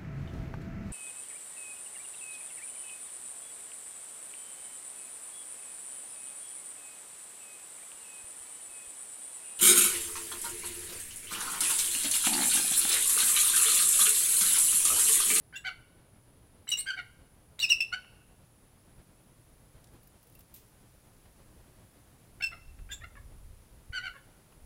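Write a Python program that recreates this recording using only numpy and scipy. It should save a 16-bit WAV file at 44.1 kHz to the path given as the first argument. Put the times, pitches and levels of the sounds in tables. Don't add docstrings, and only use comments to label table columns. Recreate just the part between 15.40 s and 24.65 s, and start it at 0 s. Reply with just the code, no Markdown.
import sys
import numpy as np
from scipy import signal
from scipy.fft import rfft, irfft, next_fast_len
from scipy.io import wavfile
from scipy.ndimage import map_coordinates

SR = 44100
rng = np.random.default_rng(int(sys.argv[2]) if len(sys.argv) > 2 else 0)


def magnitude_from_level(level_db):
    exponent = np.asarray(level_db, float) / 20
    return 10 ** exponent


def master_out(mix):
    frames = np.transpose(np.atleast_2d(mix))
    ceiling = np.clip(frames, -1, 1)
    pcm = np.round(ceiling * 32767).astype(np.int16)
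    wavfile.write(sys.argv[1], SR, pcm)


N = 407925

SQUEAK_SIDE_PARTIALS = [0, 0, -16.5]


def unit(x):
    return x / np.sqrt(np.mean(x ** 2) + 1e-20)


def along(points, hz):
    f, v = np.transpose(points)
    return np.interp(np.log(hz + 1), np.log(f + 1), v)


def wobble(rate):
    knots = rng.standard_normal(int(N * 2000 / SR) + 4)
    return map_coordinates(knots, [np.arange(N) * rate / SR])


def noise(response):
    m = next_fast_len(N)
    spectrum = rfft(rng.standard_normal(m)) * response(np.fft.rfftfreq(m, 1 / SR))
    return unit(irfft(spectrum, m)[:N])


def coloured(curve):
    return noise(lambda f: magnitude_from_level(along(curve, f)))


def band(low_hz, high_hz):
    return lambda f: 1 / np.sqrt((1 + (low_hz / (f + 1)) ** 8) * (1 + (f / high_hz) ** 8))


def hump(middle, half_width):
    return lambda x: np.exp(-.5 * ((x - middle) / half_width) ** 2)


def eagle():
    # freq_hz [Hz], level_db [dB per Hz]
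    rasp_curve = [(600, -19), (1200, -14.5), (2200, -7), (3500, -7.5), (8000, -10), (12000, -15),
                  (16000, -8.5)]
    # freq_hz [Hz], level_db [dB per Hz]
    wheeze_curve = [(450, -27.5), (700, -15), (1400, -0.5), (2300, 10), (4500, -8.5), (8000, -14),
                    (16000, -21.5)]
    low, effort = chucks()
    whistle, left = whistles()
    squeak, right = squeaks()
    sum_tone = magnitude_from_level(6) * (left * right).imag
    voice = (low + whistle + squeak + croaks() + sum_tone) * magnitude_from_level(0.8 * wobble(150))
    airflow = magnitude_from_level(-29) * abs(left) + magnitude_from_level(-13.5) * abs(right)
    rasp = airflow * magnitude_from_level(4 * wobble(430)) * coloured(rasp_curve)
    wheeze = magnitude_from_level(-22.5) * effort * magnitude_from_level(2.5 * wobble(410)) * coloured(wheeze_curve)
    return voice + rasp + wheeze + clicks()


def note(s, length, rise, fall):
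    n = round(s * SR) + np.arange(max(round(length * SR), 50))
    u = (n - n[0]) / len(n)
    swell = np.sin(np.pi / 2 * np.clip(np.minimum(u / rise, (1 - u) / fall), 0, 1)) ** 2
    return n, u, swell


def membrane(hz, n, tremor, shake):
    return np.exp(2j * np.pi * np.cumsum(hz * (1 + shake * tremor[n])) / SR)


def low_notes():
    # start_s [s], length_s [s], pitch_hz [Hz], level_db [dB], odd_overtones_db [dB]
    openers = [
        (0.127, 0.05, 787, -42.5, -20),
        (1.272, 0.0092, 713, -57, 11),
        (2.188, .014, 727, -59, 4),
        (7.003, 0.015, 760.4, -36.5, -2.5),
        (7.491, 0.047, 805, -42.5, -21),
        (7.61, 0.028, 617.5, -63.5, 14),
        (7.754, 0.033, 573, -66.5, 12),
    ]
    # start_s [s], length_s [s], top_pitch_hz [Hz], level_db [dB], odd_overtones_db [dB]
    full = [
        (0.241, 0.064, 771, -34, -8.5),
        (1.457, .07, 807.6, -31, -26),
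        (1.562, .055, 763, -38, -6),
        (7.012, 0.045, 830, -39, -12),
        (7.116, .036, 712, -45, -4.5),
        (7.633, 0.018244, 734, -40, -2.5),
        (7.772, .013, 584, -58, -8),
        (8.525, .078, 782.4, -31.5, -25),
        (8.62, 0.076, 767, -36.5, -12.5),
        (8.739, 0.047, 565, -62, 10),
    ]
    # start_s [s], length_s [s], top_pitch_hz [Hz], level_db [dB], odd_overtones_db [dB]
    held = [
        (1.521, .036, 790.1, -36, -30.5),
        (2.519, .04, 747.5, -27.5, -16),
    ]
    kinds = [(openers, .04, -47.5), (full, -.11, -48), (held, -.02, -48)]
    rows = []
    for table, bend, tick_db in kinds:
        for s, length, hz, db, odd_db in table:
            rows.append((s, length, hz, hz * (1 + bend), db, odd_db, tick_db))
    return sorted(rows)


def chucks():
    # freq_hz [Hz], gain_db [dB]
    throat = [(500, -10.5), (800, -9), (1100, 8.5), (1500, -1.5), (2200, 5.5), (3000, -6), (4500, -9.5),
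              (6000, -22.5), (7700, -25), (9000, -28), (12000, -40)]
    attack_s, release_s = .009, 0.02
    grow_db, grow_share = 6, .45
    scoop, scoop_s = .12, .008
    tone, effort, tremor = np.zeros(N), np.zeros(N), wobble(260)
    for s, length, top_hz, end_hz, db, odd_db, _ in low_notes():
        n, u, swell = note(s, length, rise=min(attack_s / length, .5), fall=min(release_s / length, .5))
        swell = swell * magnitude_from_level(-grow_db * np.clip(1 - u / grow_share, 0, 1))
        sag = np.clip(2.2 * u - .9, 0, 1) ** 1.2
        hz = top_hz * (1 - scoop * np.exp(-u * length / scoop_s)) + (end_hz - top_hz) * sag
        turn = membrane(hz, n, tremor, shake=.016)
        for k in range(1, 15):
            dull_db = 0.7 * min(db + 31, 0) * max(np.log2(k * top_hz / 2200), 0)
            level_db = db - 0.5 + along(throat, k * hz) + dull_db + odd_db * (k % 2)
            tone[n] += swell ** (1 + .2 * k) * magnitude_from_level(level_db) * (turn ** k).imag
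        effort[n] += swell * magnitude_from_level(db)
    throb_hz = 95 * (1 + .25 * wobble(30))
    throb = 1 + .35 * np.cos(2 * np.pi * np.cumsum(throb_hz) / SR)
    return tone * throb * magnitude_from_level(1.5 * wobble(240)), effort


def glides(table, partials, rise, fall, bend, shake):
    tone, first, tremor = np.zeros(N), np.zeros(N, complex), wobble(300)
    for s, length, from_hz, to_hz, db, upper_db in table:
        n, u, swell = note(s, length, rise, fall)
        turn = membrane(from_hz + (to_hz - from_hz) * u ** bend, n, tremor, shake)
        for k, level_db in enumerate(partials):
            gain = magnitude_from_level(db + 4 + level_db + upper_db * (k > 0))
            tone[n] += swell ** (1 + .3 * k) * gain * (turn ** (k + 1)).imag
        first[n] += swell * magnitude_from_level(db + 5 + 0.6 * max(upper_db, 0)) * turn
    return tone, first


def whistles():
    # start_s [s], length_s [s], start_pitch_hz [Hz], end_pitch_hz [Hz], level_db [dB]
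    calls = [(0.151, 0.03191, 2720, 2850, -41.5), (1.312, 0.035, 2926, 2774, -26.5),
             (1.331, 0.013, 2790, 2740, -33.5), (2.221, 0.037, 2883, 2370, -23.5),
             (2.296, 0.04, 2876, 2505, -19.5), (2.404, 0.009, 2616, 2710, -21.5),
             (2.412, 0.023, 2702, 2674, -30), (4.952, .011, 2750, 2540, -64),
             (7.021, .015, 2696, 2650, -31.5), (7.034, 0.018, 2692, 2637, -27),
             (7.058, 0.023, 2650, 2650, -33.5), (7.508, 0.031, 2800, 2620, -52)]
    whistle_partials = [-2.5, -6.5, -19.5, -31, -39]
    full_db, purer_per_db, bright_db, pure_db = -31, 1.2, -3, -19
    rows = []
    for row in calls:
        upper_db = np.clip(bright_db + purer_per_db * (row[-1] - full_db), pure_db, bright_db)
        rows.append((*row, upper_db))
    return glides(rows, whistle_partials, rise=.28, fall=.25, bend=1.9, shake=.0045)


def squeaks():
    # start_s [s], length_s [s], start_pitch_hz [Hz], end_pitch_hz [Hz], level_db [dB]
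    plain = [
        (.262, 0.01664, 3270, 3500, -50.5),
        (1.312, 0.024, 3900, 3790, -34.5),
        (2.191, 0.0048, 3250, 4150, -35.5),
        (2.197, .015, 3800, 4167, -32.5),
        (2.206, 0.023, 4210, 4710, -38.5),
        (2.21, 0.028, 3700, 3580, -41),
        (2.288, .018, 3700, 4110, -35.5),
        (2.405, 0.01399, 3420, 3470, -48.5),
        (7.018, 0.034496, 4195, 4260, -49.5),
        (7.02, 0.018, 3470, 3529, -51),
    ]
    # start_s [s], length_s [s], start_pitch_hz [Hz],
    # end_pitch_hz [Hz], level_db [dB]
    pips = [
        (.155, 0.02137, 3450, 3580, -48.5),
        (1.272, .016, 4040, 3850, -55),
        (7.506, 0.038, 3615, 3480, -44.5),
    ]
    # start_s [s], length_s [s], start_pitch_hz [Hz], end_pitch_hz [Hz], level_db [dB]
    squeals = [
        (.172, .011, 3650, 4100, -61),
        (1.288, .0077, 3870, 3870, -44),
        (1.298, .012, 4280, 4246, -51.5),
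        (1.3, .0136, 4590, 4750, -53),
        (1.368, .02, 3750, 3730, -51),
        (1.381, .022, 3784, 4420, -45.5),
        (1.396, .019, 4360, 4500, -49),
        (7.522, .035, 3775, 3740, -60.5),
    ]
    rows = []
    for table, octave_db in [(plain, -13.5), (pips, -2), (squeals, 13)]:
        rows += [(*row, octave_db) for row in table]
    return glides(rows, SQUEAK_SIDE_PARTIALS, rise=0.4, fall=.3, bend=0.88, shake=0.017)


def croaks():
    # start_s [s], length_s [s], pitch_hz [Hz], level_db
    # [dB]
    side_tones = [(.135, 0.0633, 2005, -61.5), (.248, 0.027, 2110, -44), (1.276, 0.033, 2922, -46.5),
                  (1.277, 0.043, 2115, -55), (1.372, 0.041, 2173, -56), (1.462, 0.032, 2150, -50),
                  (1.568, .051, 2000, -54), (2.206, .018, 2900, -40.5), (7.02, 0.01604, 2334, -51),
                  (7.118, .029, 1920, -66), (7.508, 0.01527, 2010, -55.5), (7.613, 0.0318, 1860, -59),
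                  (7.751, 0.036, 1840, -65.5), (8.525, 0.12, 2050, -54.5), (8.63, .071, 2100, -58.5),
                  (8.745, .059, 1770, -64)]
    sag_hz_per_s, octave_db = 1100, -12.5
    rows = [(s, length, hz, hz - sag_hz_per_s * length, db, octave_db) for s, length, hz, db in side_tones]
    return glides(rows, SQUEAK_SIDE_PARTIALS, rise=0.14, fall=0.22, bend=1.1, shake=0.029)[0]


def clicks():
    lead_s, silence_s = .001, .02
    out, t, air, last = np.zeros(N), np.arange(600) / SR, noise(hump(1800, 600)), 0
    for s, length, *_, db in low_notes():
        if s - last > silence_s:
            n = round((s - lead_s) * SR) + np.arange(len(t))
            out[n] += magnitude_from_level(db - 60 * t / .025) * np.minimum(t / .0015, 1) * air[n]
        last = s + length
    return out


def tail(decays, delay):
    hz, t, z = signal.stft(rng.standard_normal(SR), SR, nperseg=256)
    fade = magnitude_from_level(-60 * t / along(decays, hz)[:, None])
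    ring = signal.istft(z * fade, SR, nperseg=256)[1]
    return np.pad(ring / np.linalg.norm(ring), (round(delay * SR), 0))[:SR]


def aviary(x):
    # delay_s [s], level_db [dB]
    planks = [
        (.004, -17.5),
        (.009, -11.5),
        (0.016, -13.5),
        (0.022, -21.5),
        (.029, -20),
        (0.041, -21),
    ]
    # freq_hz [Hz], t60_s [s]
    shed_decay = [(500, 0.27), (3000, 0.26), (10000, 0.18)]
    # freq_hz [Hz], t60_s [s]
    yard_decay = [(500, 0.88), (3000, 0.94), (10000, 0.4)]
    wet, hop = np.zeros(N + 2 * SR), 2500
    for start in range(0, N - 2 * hop, hop):
        piece = x[start:start + 2 * hop] * signal.windows.hann(2 * hop, sym=False)
        if piece.any():
            answer = magnitude_from_level(-10) * tail(shed_decay, delay=0.0086) + magnitude_from_level(-23.0) * tail(yard_decay, delay=.04)
            for delay, db in planks:
                answer[round(delay * SR)] += magnitude_from_level(db)
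            wet[start:][:2 * hop + SR - 1] += signal.fftconvolve(piece, answer)
    return x + wet[:N]


def handling():
    # start_s [s], peak_db [dB], low_part_db [dB], t60_s [s]
    creaks = [(4.441, -49, 5.5, 0.0198), (4.471, -62.5, 14, 0.02326), (4.536, -55, -18, 0.042),
              (4.63, -50, -13, .06), (4.671, -44, -11, 0.041), (4.827, -48.5, -9.5, 0.056),
              (4.868, -51, -8.5, 0.055), (4.897, -44.5, -13, 0.02), (4.923, -46.5, -7.5, .02),
              (4.95, -43.5, -8.5, .04), (4.99, -41, -13.5, 0.039), (5.004, -49, -4, 0.053),
              (5.078, -57.5, -12, .04), (5.139, -38.5, -9.5, 0.1), (5.155, -52, -4, 0.041),
              (5.16, -53.5, -1, 0.35), (5.279, -56, -7.5, 0.034), (5.294, -56, -17.5, 0.033)]
    # start_s [s], peak_db [dB]
    taps = [
        (0.7555, -60.5),
        (2.644, -49.5),
        (5.8556, -54),
        (7.3886, -51),
        (9.1221, -52.5),
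    ]
    t = np.arange(SR // 4) / SR
    high, low, wood = noise(hump(13900, 3000)), noise(band(2300, 10200)), noise(band(550, 2800))
    out = np.zeros(N)
    for s, db, low_db, t60 in creaks:
        n = round(s * SR) + np.arange(len(t))
        swell = magnitude_from_level(db - 7 - 60 * t / max(t60, .004)) * np.minimum(t / .003, 1)
        out[n] += swell * (high[n] + magnitude_from_level(low_db) * low[n])
    for s, db in taps:
        n = np.minimum(round(s * SR) + np.arange(len(t)), N - 1)
        out[n] += magnitude_from_level(db - 7.0 - 60 * t / 0.06536) * wood[n]
    return out


def wind(flurry):
    # middle_s [s], half_width_s [s], level_db [dB]
    puffs = [
        (7.13, 0.12, -66),
        (7.36, 0.16, -53.5),
        (7.64, 0.085, -51.5),
        (7.81, 0.055, -50.5),
        (8.04, 0.1, -53),
        (8.51, 0.053, -56),
        (8.66, 0.028, -58),
        (9.25, .05, -53.5),
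    ]
    # freq_hz [Hz], level_db [dB per Hz]
    port_curve = [(8.8, -30), (15, 4), (52, 5), (84, -0.5), (296, -31), (400, -29.5), (520, -52.5),
                  (880, -120)]
    t = np.arange(N) / SR
    strength = magnitude_from_level(-67.5 + 1.8 * wobble(7))
    for s, half_width, db in puffs:
        strength = strength + magnitude_from_level(db) * hump(s, half_width)(t)
    gust = strength * magnitude_from_level(2.5 * wobble(12) + 1.5 * flurry) * coloured(port_curve)
    u = (t - 8.5035) / 0.0025
    thump = magnitude_from_level(-34) * -(u + 0.5595) * np.exp(-u * u / 2)
    return gust + thump


def traffic(flurry):
    # freq_hz [Hz], level_db [dB per Hz]
    rumble_curve = [(12, -30), (20, -1.5), (124, 1), (211, -5), (327, -8), (394, -10), (508, -10.5),
                    (1500, -22.5), (5000, -32), (6500, -57), (11000, -120)]
    rumble = magnitude_from_level(-61.5 + .6 * wobble(4.5) + 1.7 * flurry) * coloured(rumble_curve)
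    hum = magnitude_from_level(-71.0) * noise(hump(120, 8.4))
    return rumble + hum


def insects():
    return magnitude_from_level(-72 + 0.93 * wobble(60)) * noise(hump(10040, 560))


def hiss():
    # freq_hz [Hz], level_db [dB per Hz]
    hiss_curve = [(1000, 6.5), (4000, 0), (8500, 1.5), (11500, 0.5), (13800, 2), (15800, -3)]
    rise_db_per_s, settles_s = 0.94, 5.953
    t = np.arange(N) / SR
    return magnitude_from_level(-72.5 + rise_db_per_s * np.minimum(t, settles_s)) * coloured(hiss_curve)


def surroundings():
    flurry = wobble(25)
    return wind(flurry) + traffic(flurry) + insects() + hiss()


def scene():
    return (aviary(eagle()) + handling() + surroundings())[None]


def band_limit(x):
    return signal.sosfilt(signal.butter(12, 16440, fs=SR, output="sos"), x)


def record(dry):
    top_hz = 15830
    m = next_fast_len(N)
    kept = irfft(rfft(dry, m) * (np.fft.rfftfreq(m, 1 / SR) < top_hz), m)[:, :N]
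    return band_limit(kept)


dry = scene()
out = record(dry)
master_out(out)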